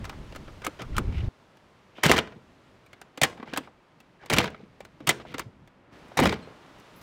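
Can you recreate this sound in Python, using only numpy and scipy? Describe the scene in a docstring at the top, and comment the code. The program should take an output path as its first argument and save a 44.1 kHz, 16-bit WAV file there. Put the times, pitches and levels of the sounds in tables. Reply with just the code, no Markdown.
"""Gusty wind and a soft outdoor wash come first, and a van's rear door handle is worked twice in them.
The door is then shut, unlatched and shut again, and shut once more from farther off, with a duller slam.
Knocks are chattering noise bursts sent through latch steel and door panel; thumps and snaps are short
dying tones. Moving parts rattle and rub as shaped noise, and wind and wash are coloured noise.
Small metal pieces, each a few high dying tones, tinkle near the end."""
import sys
import numpy as np
from scipy import signal
from scipy.fft import rfft, irfft
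from scipy.io import wavfile
from scipy.ndimage import uniform_filter1d

SR = 44100
rng = np.random.default_rng(int(sys.argv[2]) if len(sys.argv) > 2 else 0)


def log_audio(samples):
    """Write samples as a 16-bit WAV file to the path given in sys.argv[1]."""
    # one column per channel
    frames = np.atleast_2d(samples).T
    # limit to full scale, then quantise
    limited = np.clip(frames, -1, 1)
    pcm = np.round(limited * 32767).astype(np.int16)
    wavfile.write(sys.argv[1], SR, pcm)


N = 309713  # length in samples

# ringing tones of the latch steel under a loose contact:
# pitch_hz, level_db (relative), t60_s (time to die by 60 dB)
LATCH_MODES = [(800, 0.5, 0.0097), (1270, -3.5, .022), (1640, -4, 0.018), (2062, 3, 0.016),
               (2330, 1, 0.018), (2850, -2.5, 0.015), (3390, -2.5, 0.018), (4290, -10.5, 0.02),
               (5950, -12.5, .012), (7230, -8.5, .016), (8160, -14, .012), (10240, -17.5, .008)]


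def gain_of(db):
    """Turns decibels into an amplitude factor."""
    return 10 ** (np.asarray(db) / 20)


def evened(x):
    """Scales a sound to an rms of 1."""
    return x / np.sqrt(np.mean(x ** 2) + 1e-20)


def read(points, hz):
    """Reads a spectrum between its points, on a log-frequency axis."""
    point_hz, value = np.transpose(points)
    return np.interp(np.log(hz + 1), np.log(point_hz + 1), value)


def add(mix, s, sound):
    """Mixes a sound in at time s, in seconds."""
    part = mix[..., round(s * SR):][..., :sound.shape[-1]]
    part += sound[..., :part.shape[-1]]


def ringing(x, hz, width_hz):
    """One resonance that keeps the power of wide noise: x is shifted to 0 Hz, smoothed, shifted back."""
    turn = np.exp(2j * np.pi * hz * np.arange(len(x)) / SR)
    r = np.exp(-np.pi * width_hz / SR)
    smooth = signal.lfilter([np.sqrt(2 - 2 * r * r)], [1, -r], x / turn)
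    return (turn * smooth).real


def coloured(points, extra_db=0):
    """Steady noise shaped to a given spectrum."""
    hz = np.fft.rfftfreq(N, 1 / SR)
    return irfft(rfft(rng.standard_normal(N)) * gain_of(read(points, hz) + extra_db), N)


def wind():
    """Lumpy low turbulence on the microphone; it stops dead at 1.286 s, where a calmer stretch begins."""
    # gusts: start_s, rumble_db, roar_db (relative to the rumble)
    gusts = [(0, -37.5, -15), (.088, -45.5, 0), (.184, -45.5, -10), (.496, -46.5, -1), (.624, -55, -6),
             (.742, -56, -3), (.82, -60, 7), (.876, -34.5, -10), (.97, -29.5, -9), (1.0, -35.5, 5),
             (1.036, -38.5, -2.5), (1.086, -24.5, -12.5), (1.122, -34.5, -4), (1.204, -26.5, -12),
             (1.286, -28.5, -12.5)]
    # colour of the turbulence: pitch_hz, level_db (per Hz, relative)
    rumble_colour = [(8.8, -13), (15, -2.5), (32, 1), (81, 0), (407, -16.5), (471, -26), (498, -23.5),
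                     (632, -29.5), (1200, -37), (1560, -75), (2640, -120)]
    s, rumble_db, roar_db = np.transpose(gusts)
    t, hz = np.arange(N) / SR, np.fft.rfftfreq(N, 1 / SR)
    # rumble lies below about 130 Hz, roar above
    low_db = -10 * np.log10(1 + (hz / 130) ** 6)
    high_db = 10 * np.log10(1 - gain_of(2 * low_db) + 1e-9)
    smooth = uniform_filter1d(uniform_filter1d(rng.standard_normal(N), 900), 900)
    lumps = gain_of(3.4 * evened(smooth))
    rumble = evened(coloured(rumble_colour, low_db))
    roar = evened(lumps * coloured(rumble_colour, high_db))
    gust = rumble + roar * gain_of(np.interp(t, s, roar_db))
    stop = np.clip((s[-1] - t) / 0.00069, 0, 1)
    return gain_of(np.interp(t, s, rumble_db)) * gust * stop


def wash():
    """Far traffic and air in leaves: bass, middle and treble of one noise swell a little apart."""
    # wash, with quick steps near 1.285 s and 5.92 s:
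    # time_s, level_db, bass_db, treble_db (last two added to level_db)
    swells = [(0, -50, 10, 6), (.4, -54.5, 10, 10), (.75, -53.5, -2, 8.5), (1.284, -53, -8, 7),
              (1.286, -60.5, 2.5, 7), (1.9, -59, 2, 4.5), (2.7, -59.5, 7.5, 6), (3.1, -59, 0.5, 2),
              (3.9, -61, 3, 2.5), (4.951, -60, 8, 4), (5.6, -61.5, 13.5, 1.5), (5.91, -59, 4, -3.5),
              (5.93, -52.5, 2, 5), (6.6, -52, 0, 4), (7.02, -54, 3.5, 8.5)]
    # colour of the wash: pitch_hz, level_db (per Hz, relative)
    wash_colour = [(12, -43), (20, -20), (142, -9.5), (216, -10.5), (234, -10.5), (399, -11), (446, -13),
                   (607, -11), (698, -14.5), (949, -14), (1060, -14.5), (2750, -24.5), (16000, -57.5)]
    s, level_db, bass_db, treble_db = np.transpose(swells)
    t, hz = np.arange(N) / SR, np.fft.rfftfreq(N, 1 / SR)
    spectrum = rfft(evened(coloured(wash_colour)))
    low = 1 / (1 + (hz / 250) ** 4)
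    high = 1 - 1 / (1 + (hz / 3500) ** 4)
    bass, middle, treble = (irfft(spectrum * share, N) for share in (low, 1 - low - high, high))
    flutter = gain_of(2.0 * evened(uniform_filter1d(rng.standard_normal(N), 3000)))
    mix = middle + flutter * bass * gain_of(np.interp(t, s, bass_db))
    mix = mix + treble * gain_of(np.interp(t, s, treble_db))
    return gain_of(np.interp(t, s, level_db)) * mix


def causal(db):
    """Unit-energy response that starts at once, from its dB at 4097 evenly spaced frequencies."""
    mirrored_db = np.concatenate([db, db[-2:0:-1]])
    log_gain = np.log(gain_of(np.maximum(mirrored_db, -100)))
    # the Hilbert transform gives the phase that packs the energy at the start
    taps = np.fft.ifft(np.exp(np.conj(signal.hilbert(log_gain)))).real[:4096]
    return taps / np.linalg.norm(taps)


def bodies():
    """Responses of the latch steel (middle, treble) and of the door panel, a sum of dying modes."""
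    # colour of the steel's crack: pitch_hz, level_db (per Hz, relative)
    crack_colour = [(180, -29.5), (300, -1.5), (1230, -4.5), (2000, -8), (3580, -11), (4990, -14.5),
                    (6000, -16), (8640, -20.5), (9550, -25.5), (10600, -27), (16000, -32.5)]
    # modes of the door skin: pitch_hz, width_hz (wider dies sooner), level_db (relative, before width scaling)
    panel_modes = [(72, 40, -11.5), (109, 11, -14), (162, 22, -3), (202, 78, 1.5), (234.6, 70, 2.5),
                   (340, 110, 2), (435, 29, 4.5), (497.5, 12, 0.5)]
    hz, t = np.linspace(0, SR / 2, 4097), np.arange(4096) / SR
    split_db = -10 * np.log10(1 + (hz / 5800) ** 8)
    middle = causal(read(crack_colour, hz) + split_db)
    treble = causal(read(crack_colour, hz) + 10 * np.log10(1 - gain_of(2 * split_db) + 1e-9))
    panel = sum(gain_of(db) * width * np.exp(-np.pi * width * t) * np.sin(2 * np.pi * f * t)
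                for f, width, db in panel_modes)
    return middle, treble, panel / np.linalg.norm(panel)


def knocks():
    """Each knock is a blow with dying chatter; it drives the steel and rings at the struck part."""
    # knocks of handle and latch: start_s, level_db (relative), treble_db (relative),
    # ring_hz, ring_db (relative)
    knock_table = [(0.043, -24.5, -23, 2280, -14), (0.052, -24.5, -17, 1350, -15),
                   (0.095, -23, -18.5, 1270, -9), (0.128, -39, -39, 1060, 9.5),
                   (0.324, -28.5, -29, 745, -17), (0.349, -28, -24, 1250, -14),
                   (0.36, -27.5, -13.5, 1290, -3), (0.479, -25.5, -53, 1250, -4),
                   (0.619, -30.5, -23, 1430, -8), (0.648, -26.5, -3.5, 1390, -5),
                   (0.666, -21.5, -10, 1270, 7), (0.795, -21.5, -41, 1200, -29),
                   (0.819, -25.5, -16.5, 1210, -8), (0.966, -29, -2, 2230, -10),
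                   (0.981, -23.5, -4, 1240, 10.5), (1.124, -34, -25, 950, -10),
                   (1.18, -29.5, -25, 990, -26), (1.57, -44.5, -17, 1050, -9),
                   (1.983, -30.5, -41.5, 716, 1), (2.035, -10.5, -5.5, 1230, -1.5),
                   (2.055, -7.5, -17.5, 1580, -4.5), (2.063, -11, -8, 1430, -6),
                   (2.095, -3, -23.5, 2700, -7), (2.102, -12, -20.5, 935, -8),
                   (2.117, -4.5, -14, 1950, -22), (2.136, -17, -28.5, 1030, 2.5),
                   (2.169, -24, -53, 1820, 7), (2.183, -5.5, -30, 2970, -5), (2.188, -11.5, -37, 2900, -1),
                   (2.273, -26, -35, 816, -26), (2.322, -27.5, -43, 1410, -10),
                   (2.863, -48.5, -9, 2320, 2.5), (2.931, -31.5, -21, 2180, -4.5),
                   (3.015, -32, -13.5, 1410, -6.5), (3.175, -25, -15, 1440, -5),
                   (3.216, -8.5, -12, 2060, -1.5), (3.234, -4, -7.5, 1910, 3), (3.299, -39, -15, 1000, -8),
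                   (3.376, -37, -31, 789, 2), (3.399, -26, -47, 1045, -5), (3.428, -24, -56, 1120, 5),
                   (3.475, -30.5, -38, 880, -4.5), (3.529, -26, -45, 900, -5),
                   (3.536, -15.5, -23.5, 1560, -13), (3.562, -15.5, -26, 1470, -19),
                   (3.574, -15, -8.5, 1044, 0), (3.673, -29, -53.5, 750, -3),
                   (4.003, -39.5, -13.5, 2610, -1.5), (4.236, -36, -42.5, 757, 2),
                   (4.26, -32, -13.5, 1720, -14), (4.3, -12, -11.5, 2280, -3),
                   (4.335, -7.5, -12.5, 1460, -8), (4.366, -14, -16, 1870, -11.5),
                   (4.386, -6.5, -21, 2400, -8), (4.401, -14, -30, 703, -1), (4.441, -18.5, -19, 995, -2),
                   (4.477, -16, -41, 1540, -10), (4.503, -40.5, -14, 1040, -14),
                   (4.545, -28, -46, 1375, -1.5), (4.805, -29, -19.5, 711, -17.5),
                   (4.85, -35, -14.5, 1450, -6.5), (5.004, -33, -31.5, 856, -6),
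                   (5.073, -8.5, -12.5, 2600, -1.5), (5.092, -3.5, -9.5, 1980, 3), (5.2, -28, -35, 740, -7),
                   (5.251, -29.5, -66, 860, 0), (5.32, -40.5, -24, 1260, 4), (5.343, -16.5, -30, 1260, -16),
                   (5.382, -22.5, -12.5, 1440, -3), (5.394, -22.5, -4.5, 1110, 5.5),
                   (5.675, -44, -15, 880, -5.5), (6.083, -52, -7.5, 800, -11.5),
                   (6.118, -34.5, -40, 711, 2), (6.173, -20, -3.5, 990, 3), (6.19, -4.5, -28, 710, -8),
                   (6.2, -21.5, -2, 730, 12), (6.236, -25.5, -5, 704, 13), (6.256, -3, -29, 970, -16),
                   (6.325, -12, -26, 900, -15.5), (6.473, -43, -41, 715, 5.5), (6.785, -46, -14, 780, -5),
                   (6.799, -43, -10.5, 800, -10), (7.015, -44, -9, 800, -10)]
    fade_s = 0.052  # the chatter's drag falls 75 dB in this time
    drive, own, t = np.zeros((3, N)), np.zeros(N), np.arange(5000) / SR
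    noises = rng.standard_normal((len(knock_table), len(t)))
    for (s, level_db, treble_db, ring_hz, ring_db), noise in zip(knock_table, noises):
        drag = noise * gain_of(-75 * t / fade_s) * (1 - np.exp(-t / 0.00069))
        # hard steel on steel is bright
        crack = signal.lfilter([1, -.7], [1], noise * np.exp(-t / 0.00013))
        chatter = (drag + 6.0 * crack / np.linalg.norm(crack)) * 0.34 * gain_of(level_db)
        # a knock with little treble also has a dull middle
        cutoff_hz = 9000 * gain_of(.5 * (np.clip(treble_db, -50, -10) + 6))
        soft = np.exp(-2 * np.pi * cutoff_hz / SR)
        dulled = signal.lfilter([1 - soft], [1, -soft], chatter)
        # treble dies sooner
        bright = chatter * gain_of(treble_db + 6.5 - 30 * t / fade_s)
        add(drive, s, np.array([dulled, bright, 0.2 * dulled]))
        # the first contact sets the ring off cleanly
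        blow = (t == 0) * 2.0 * gain_of(level_db)
        touch = dulled + signal.lfilter([1 - soft], [1, -soft], blow)
        # a plate's next mode joins in
        pair = ringing(touch, ring_hz, 190) + 0.29 * ringing(touch, 1.6 * ring_hz, 270)
        add(own, s, gain_of(ring_db) * pair)
    return drive, own


def steel(blows):
    """Knocks leave the latch steel free, so all its modes ring longer than under a loose contact."""
    times_longer, level_db = 6.5, -15
    t = np.arange(6000) / SR
    modes = sum(gain_of(db - 60 * t / (times_longer * t60)) * np.sin(2 * np.pi * hz * t)
                for hz, db, t60 in LATCH_MODES)
    return gain_of(level_db) * signal.oaconvolve(blows, modes / np.linalg.norm(modes))[:N]


def thumps():
    """Door skin or pushed air: a few cycles, swelling within a cycle, beside a weaker neighbour mode."""
    # dull thumps of the door skin; the 60 Hz ones are air pushed by the slams:
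    # start_s, level_db (relative), pitch_hz
    thump_table = [(0.676, -21.5, 305), (0.328, -39, 500), (0.682, -25, 520), (0.797, -33, 600),
                   (0.991, -26, 299), (1.983, -37.5, 220), (2.056, -10, 158), (2.07, -24.5, 62),
                   (2.095, -9.5, 230), (2.102, -6, 380), (2.139, -16.5, 227), (2.189, -29, 242),
                   (2.359, -35, 216), (3.179, -31.5, 286), (3.219, -20.5, 146), (3.234, -32, 137),
                   (3.397, -32.5, 245), (3.428, -31.5, 248), (3.474, -45, 223), (3.532, -24.5, 272),
                   (3.579, -22, 287), (3.605, -30.5, 266), (4.309, -30.5, 489), (4.32, -23.5, 60),
                   (4.33, -16.5, 158), (4.378, -22, 100), (4.378, -14.5, 201), (4.602, -36, 441),
                   (4.631, -35, 205), (4.805, -28.5, 551), (5.006, -30, 299), (5.074, -19.5, 148.5),
                   (5.094, -21.5, 493), (5.344, -25.5, 272), (5.399, -31.5, 353), (5.456, -30, 117),
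                   (6.193, -14.5, 425), (6.2, -31, 60), (6.214, -23, 302), (6.228, -28, 245),
                   (6.255, -9, 503), (6.329, -19, 406), (6.474, -34, 415)]
    out, t = np.zeros(N), np.arange(6000) / SR
    draws = rng.random((len(thump_table), 2))
    for (s, level_db, hz), (apart, turn) in zip(thump_table, draws):
        # dies by 4.5 dB each cycle
        shape = gain_of(level_db - 4.5 * hz * t) * (1 - np.exp(-hz * t / 0.39)) * 0.94
        neighbour_hz = hz * (1.5 + 0.3 * apart)
        neighbour = np.sin(2 * np.pi * (neighbour_hz * t + turn))
        add(out, s, shape * (np.sin(2 * np.pi * hz * t) + 0.3 * neighbour))
    return out


def rubs():
    """Parts rub in uneven slips, coloured by one gliding resonance; each rub swells and fades."""
    # rubbing parts: start_s, length_s, level_db (before the swell), start_hz, end_hz,
    # width_hz (of each of two passes)
    rub_table = [(0.471, 0.031, -46, 1280, 1280, 100), (0.627, 0.05, -44, 1300, 1350, 350),
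                 (.8, 0.057, -46.5, 1260, 1290, 200), (0.945, 0.039, -41, 1300, 1350, 350),
                 (1.119, 0.11, -50, 2400, 2620, 1210), (1.945, 0.067, -56, 2470, 3200, 1500),
                 (3.435, 0.11, -64.5, 2370, 2570, 1490), (3.615, 0.057, -59.5, 2600, 2600, 1800),
                 (4.19, 0.064, -57.5, 1740, 1450, 250), (4.223, 0.024, -55, 1454, 2010, 249),
                 (5.26, .075, -56, 2760, 3020, 1980)]
    out, t = np.zeros(N), np.arange(SR // 4) / SR
    noises = rng.standard_normal((len(rub_table), 2, len(t)))
    for (s, length, db, from_hz, to_hz, width_hz), noise in zip(rub_table, noises):
        u = np.clip(t / length, 0, 1)
        slips = noise[0] * gain_of(2.7 * evened(uniform_filter1d(noise[1], 150)))
        # the running mean of the pitch makes the glide
        hz = np.cumsum(from_hz + (to_hz - from_hz) * u) / np.arange(1, len(t) + 1)
        rub = evened(ringing(ringing(slips, hz, width_hz), hz, width_hz))
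        add(out, s, gain_of(db) * np.sin(np.pi * u) ** 0.79 * rub)
    return out


def movements():
    """Levels of rattle, its treble and the panel boom: each movement rises, holds and falls away."""
    # movements of latch and door: start_s, length_s, rattle_db (relative),
    # change_db (over the length), boom_db (relative)
    moves = [(0.639, .035, -39, -7, -46), (0.789, 0.031, -43.5, 0.5, -40), (.925, 0.047, -54, 3, -53),
             (0.965, 0.025, -29.5, -15, -38), (1.026, 0.23, -62, 10.5, -54), (1.961, 0.1, -53, -2, -60.5),
             (2.031, 0.046, -23, -3, -28), (2.083, 0.061, -27, 0.5, -25), (2.159, 0.033, -30.5, 2, -33),
             (2.222, 0.15, -56, -13.5, -50), (2.62, 0.44, -75.5, -1, -68), (3.213, 0.036, -29, 3, -35.5),
             (3.274, 0.16, -55, -6, -52), (3.455, 0.14, -54, 4, -49), (3.62, 0.059, -59, -8, -56),
             (4.211, 0.099, -56, -4.5, -58.5), (4.298, 0.05, -26.5, 0, -31), (4.361, 0.019, -27.5, -2, -27),
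             (4.387, 0.018, -28, -3.5, -27.5), (4.403, 0.068, -32, -5.5, -38),
             (4.508, 0.13, -59.5, -5, -56), (5.005, .06, -61, -12, -50.5), (5.068, 0.038, -28, 2.5, -35.5),
             (5.144, 0.079, -57, 2.5, -48.5), (5.251, 0.17, -57.5, 10, -49),
             (5.44, 0.056, -77.5, -8, -53.5), (6.17, 0.039, -22, -10.5, -22.5),
             (6.208, 0.063, -35, 11, -20.5), (6.282, 0.061, -32.5, -5.5, -38.5),
             (6.35, 0.16, -54, -10.5, -51)]
    rise_s, fall_db_per_s = 0.004, 899.5  # the rattle starts fast and stops soon
    boom_rise_s, boom_fall_db_per_s = 0.02, 448.5  # the panel is slower both ways
    level, t = np.zeros((3, N)), np.arange(SR // 2) / SR
    for s, length, rattle_db, change_db, boom_db in moves:
        after = np.maximum(t - length, 0)
        db = rattle_db + change_db * np.clip(t / length, 0, 1) - fall_db_per_s * after
        # gentle movements are duller; a -25 dB rattle has its treble at -38.5 dB
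        treble_db = -38.5 + 1.5 * (db + 25)
        rise = np.clip(t / rise_s, 0, 1)
        swell = np.clip(t / boom_rise_s, 0, 1)
        boom = swell * gain_of(boom_db - boom_fall_db_per_s * after)
        add(level, s, np.array([rise * gain_of(db), rise * gain_of(treble_db), boom]))
    return level


def pings(size):
    """Each loose contact briefly rings one of the lower latch modes, a little off pitch."""
    low = 3 * LATCH_MODES[:8]  # three differently detuned copies of eight modes
    part, t, out = rng.integers(0, len(low), N), np.arange(1500) / SR, np.zeros(N)
    detunes = rng.uniform(.85, 1.15, len(low))
    for k, ((hz, db, t60), detune) in enumerate(zip(low, detunes)):
        ping = gain_of(db - 60 * t / t60) * np.sin(2 * np.pi * hz * detune * t)
        out += signal.oaconvolve(size * (part == k), ping / np.sqrt(t60))[:N]
    return out


def rattles():
    """Many tiny contacts of uneven size, over a grinding hiss, while parts slide and settle."""
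    # about 800 contacts per second
    struck = rng.random(N) < 800 / SR
    contacts = struck * gain_of(2.8 * np.minimum(rng.exponential(1, N), 4))
    # each contact scratches for a millisecond or two
    clumps = signal.lfilter([1], [1, -.985], contacts)
    grit = evened((1.2 + clumps) * rng.standard_normal(N))
    push = rng.standard_normal(N)
    level = movements()
    grinding = level * np.array([.7 * grit, grit, push])
    return grinding, 0.79 * level[0] * evened(pings(contacts))


def snaps():
    """Steel snaps on steel: a sharp edge and a few clean cycles; softer snaps have a duller edge."""
    # hard snaps: start_s, level_db (relative), pitch_hz
    snap_table = [(.667, -14.5, 1330), (0.9826, -14, 1290), (2.1154, 6.5, 2000), (2.169, -17, 1890),
                  (2.172, -20, 1900), (2.18, -10.5, 1970), (2.183, -18, 3000), (2.189, -8.5, 3020),
                  (3.234, -18, 2170), (3.429, -55, 1230), (4.336, -9.5, 1800), (4.385, 2, 2390),
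                  (4.388, -8, 2400), (4.4445, -19.5, 1530), (5.092, -13, 2000), (5.341, -32, 1500),
                  (6.192, -16, 1100), (6.256, -11, 1160)]
    out, t = np.zeros(N), np.arange(600) / SR
    noises = rng.standard_normal((len(snap_table), len(t)))
    for (s, level_db, hz), noise in zip(snap_table, noises):
        edge_hz = 4500 * gain_of(0.3 * min(level_db, 0))
        edge = ringing(ringing(noise * np.exp(-t / 0.00043), edge_hz, 6000), edge_hz, 6000)
        edge = gain_of(5) * edge / np.linalg.norm(edge)
        # dies by 20 dB every 3.2 cycles
        cycles = np.sin(2 * np.pi * hz * t) * gain_of(-20 * hz * t / 3.2)
        add(out, s, gain_of(level_db) * (cycles + edge))
    return out


def door():
    """Blows and grinding sound through steel and panel; the open load bay adds a short dull tail."""
    blows, rings = knocks()
    grinding, pinging = rattles()
    wide = sum(signal.oaconvolve(d, body)[:N] for d, body in zip(blows + grinding, bodies()))
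    wide = wide + snaps()
    t = np.arange(SR // 2) / SR
    tail = rng.standard_normal(len(t)) * gain_of(-60 * t / 0.29) * (1 - np.exp(-t / .009))
    tail = signal.lfilter([1], [1, -.85], tail)
    bay = gain_of(-20.5) * signal.oaconvolve(wide, tail / np.linalg.norm(tail))[:N]
    every_part = wide + bay + rings + steel(blows[0]) + pinging + thumps() + rubs()
    # a low cut at 60 Hz thins the deepest bass of the door
    low_cut = signal.butter(4, 60, "high", fs=SR, output="sos")
    return signal.sosfilt(low_cut, every_part)


def tinkles():
    """Small loose metal pieces ring thinly: each tinkle is a few high modes dying away."""
    # tinkles: start_s, piece (number in the next table), level_db (relative)
    tinkle_table = [(6.424, 0, -52), (6.942, 1, -70), (6.96, 1, -55.5), (6.98, 1, -63), (7.01, 1, -61)]
    # modes of each piece: pitch_hz, level_db (relative), t60_s (time to die by 60 dB)
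    pieces = [
        [(4180, -2.5, 0.18), (8000, -11, 0.087)],
        [(10200, -3, 0.069), (12300, -3, 0.14), (15500, -9.5, .17)],
    ]
    out, t = np.zeros(N), np.arange(6000) / SR
    for s, piece, db in tinkle_table:
        modes = sum(gain_of(mode_db - 60 * t / t60) * np.sin(2 * np.pi * hz * t)
                    for hz, mode_db, t60 in pieces[round(piece)])
        add(out, s, gain_of(db) * (1 - np.exp(-t / .001)) * modes)
    return out


def scene():
    """Door, wind, wash and tinkles add up in one channel."""
    return (door() + wind() + wash() + tinkles())[None]


def record(dry):
    """Peaks are softly limited at .85; then a filter removes the sound above 15.9 kHz."""
    rounded = .85 * np.tanh(dry / .85)
    band_limit = signal.firwin(511, 15900, window=("kaiser", 9), fs=SR)
    return signal.oaconvolve(rounded, band_limit[None], "same")


dry = scene()
out = record(dry)
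log_audio(out)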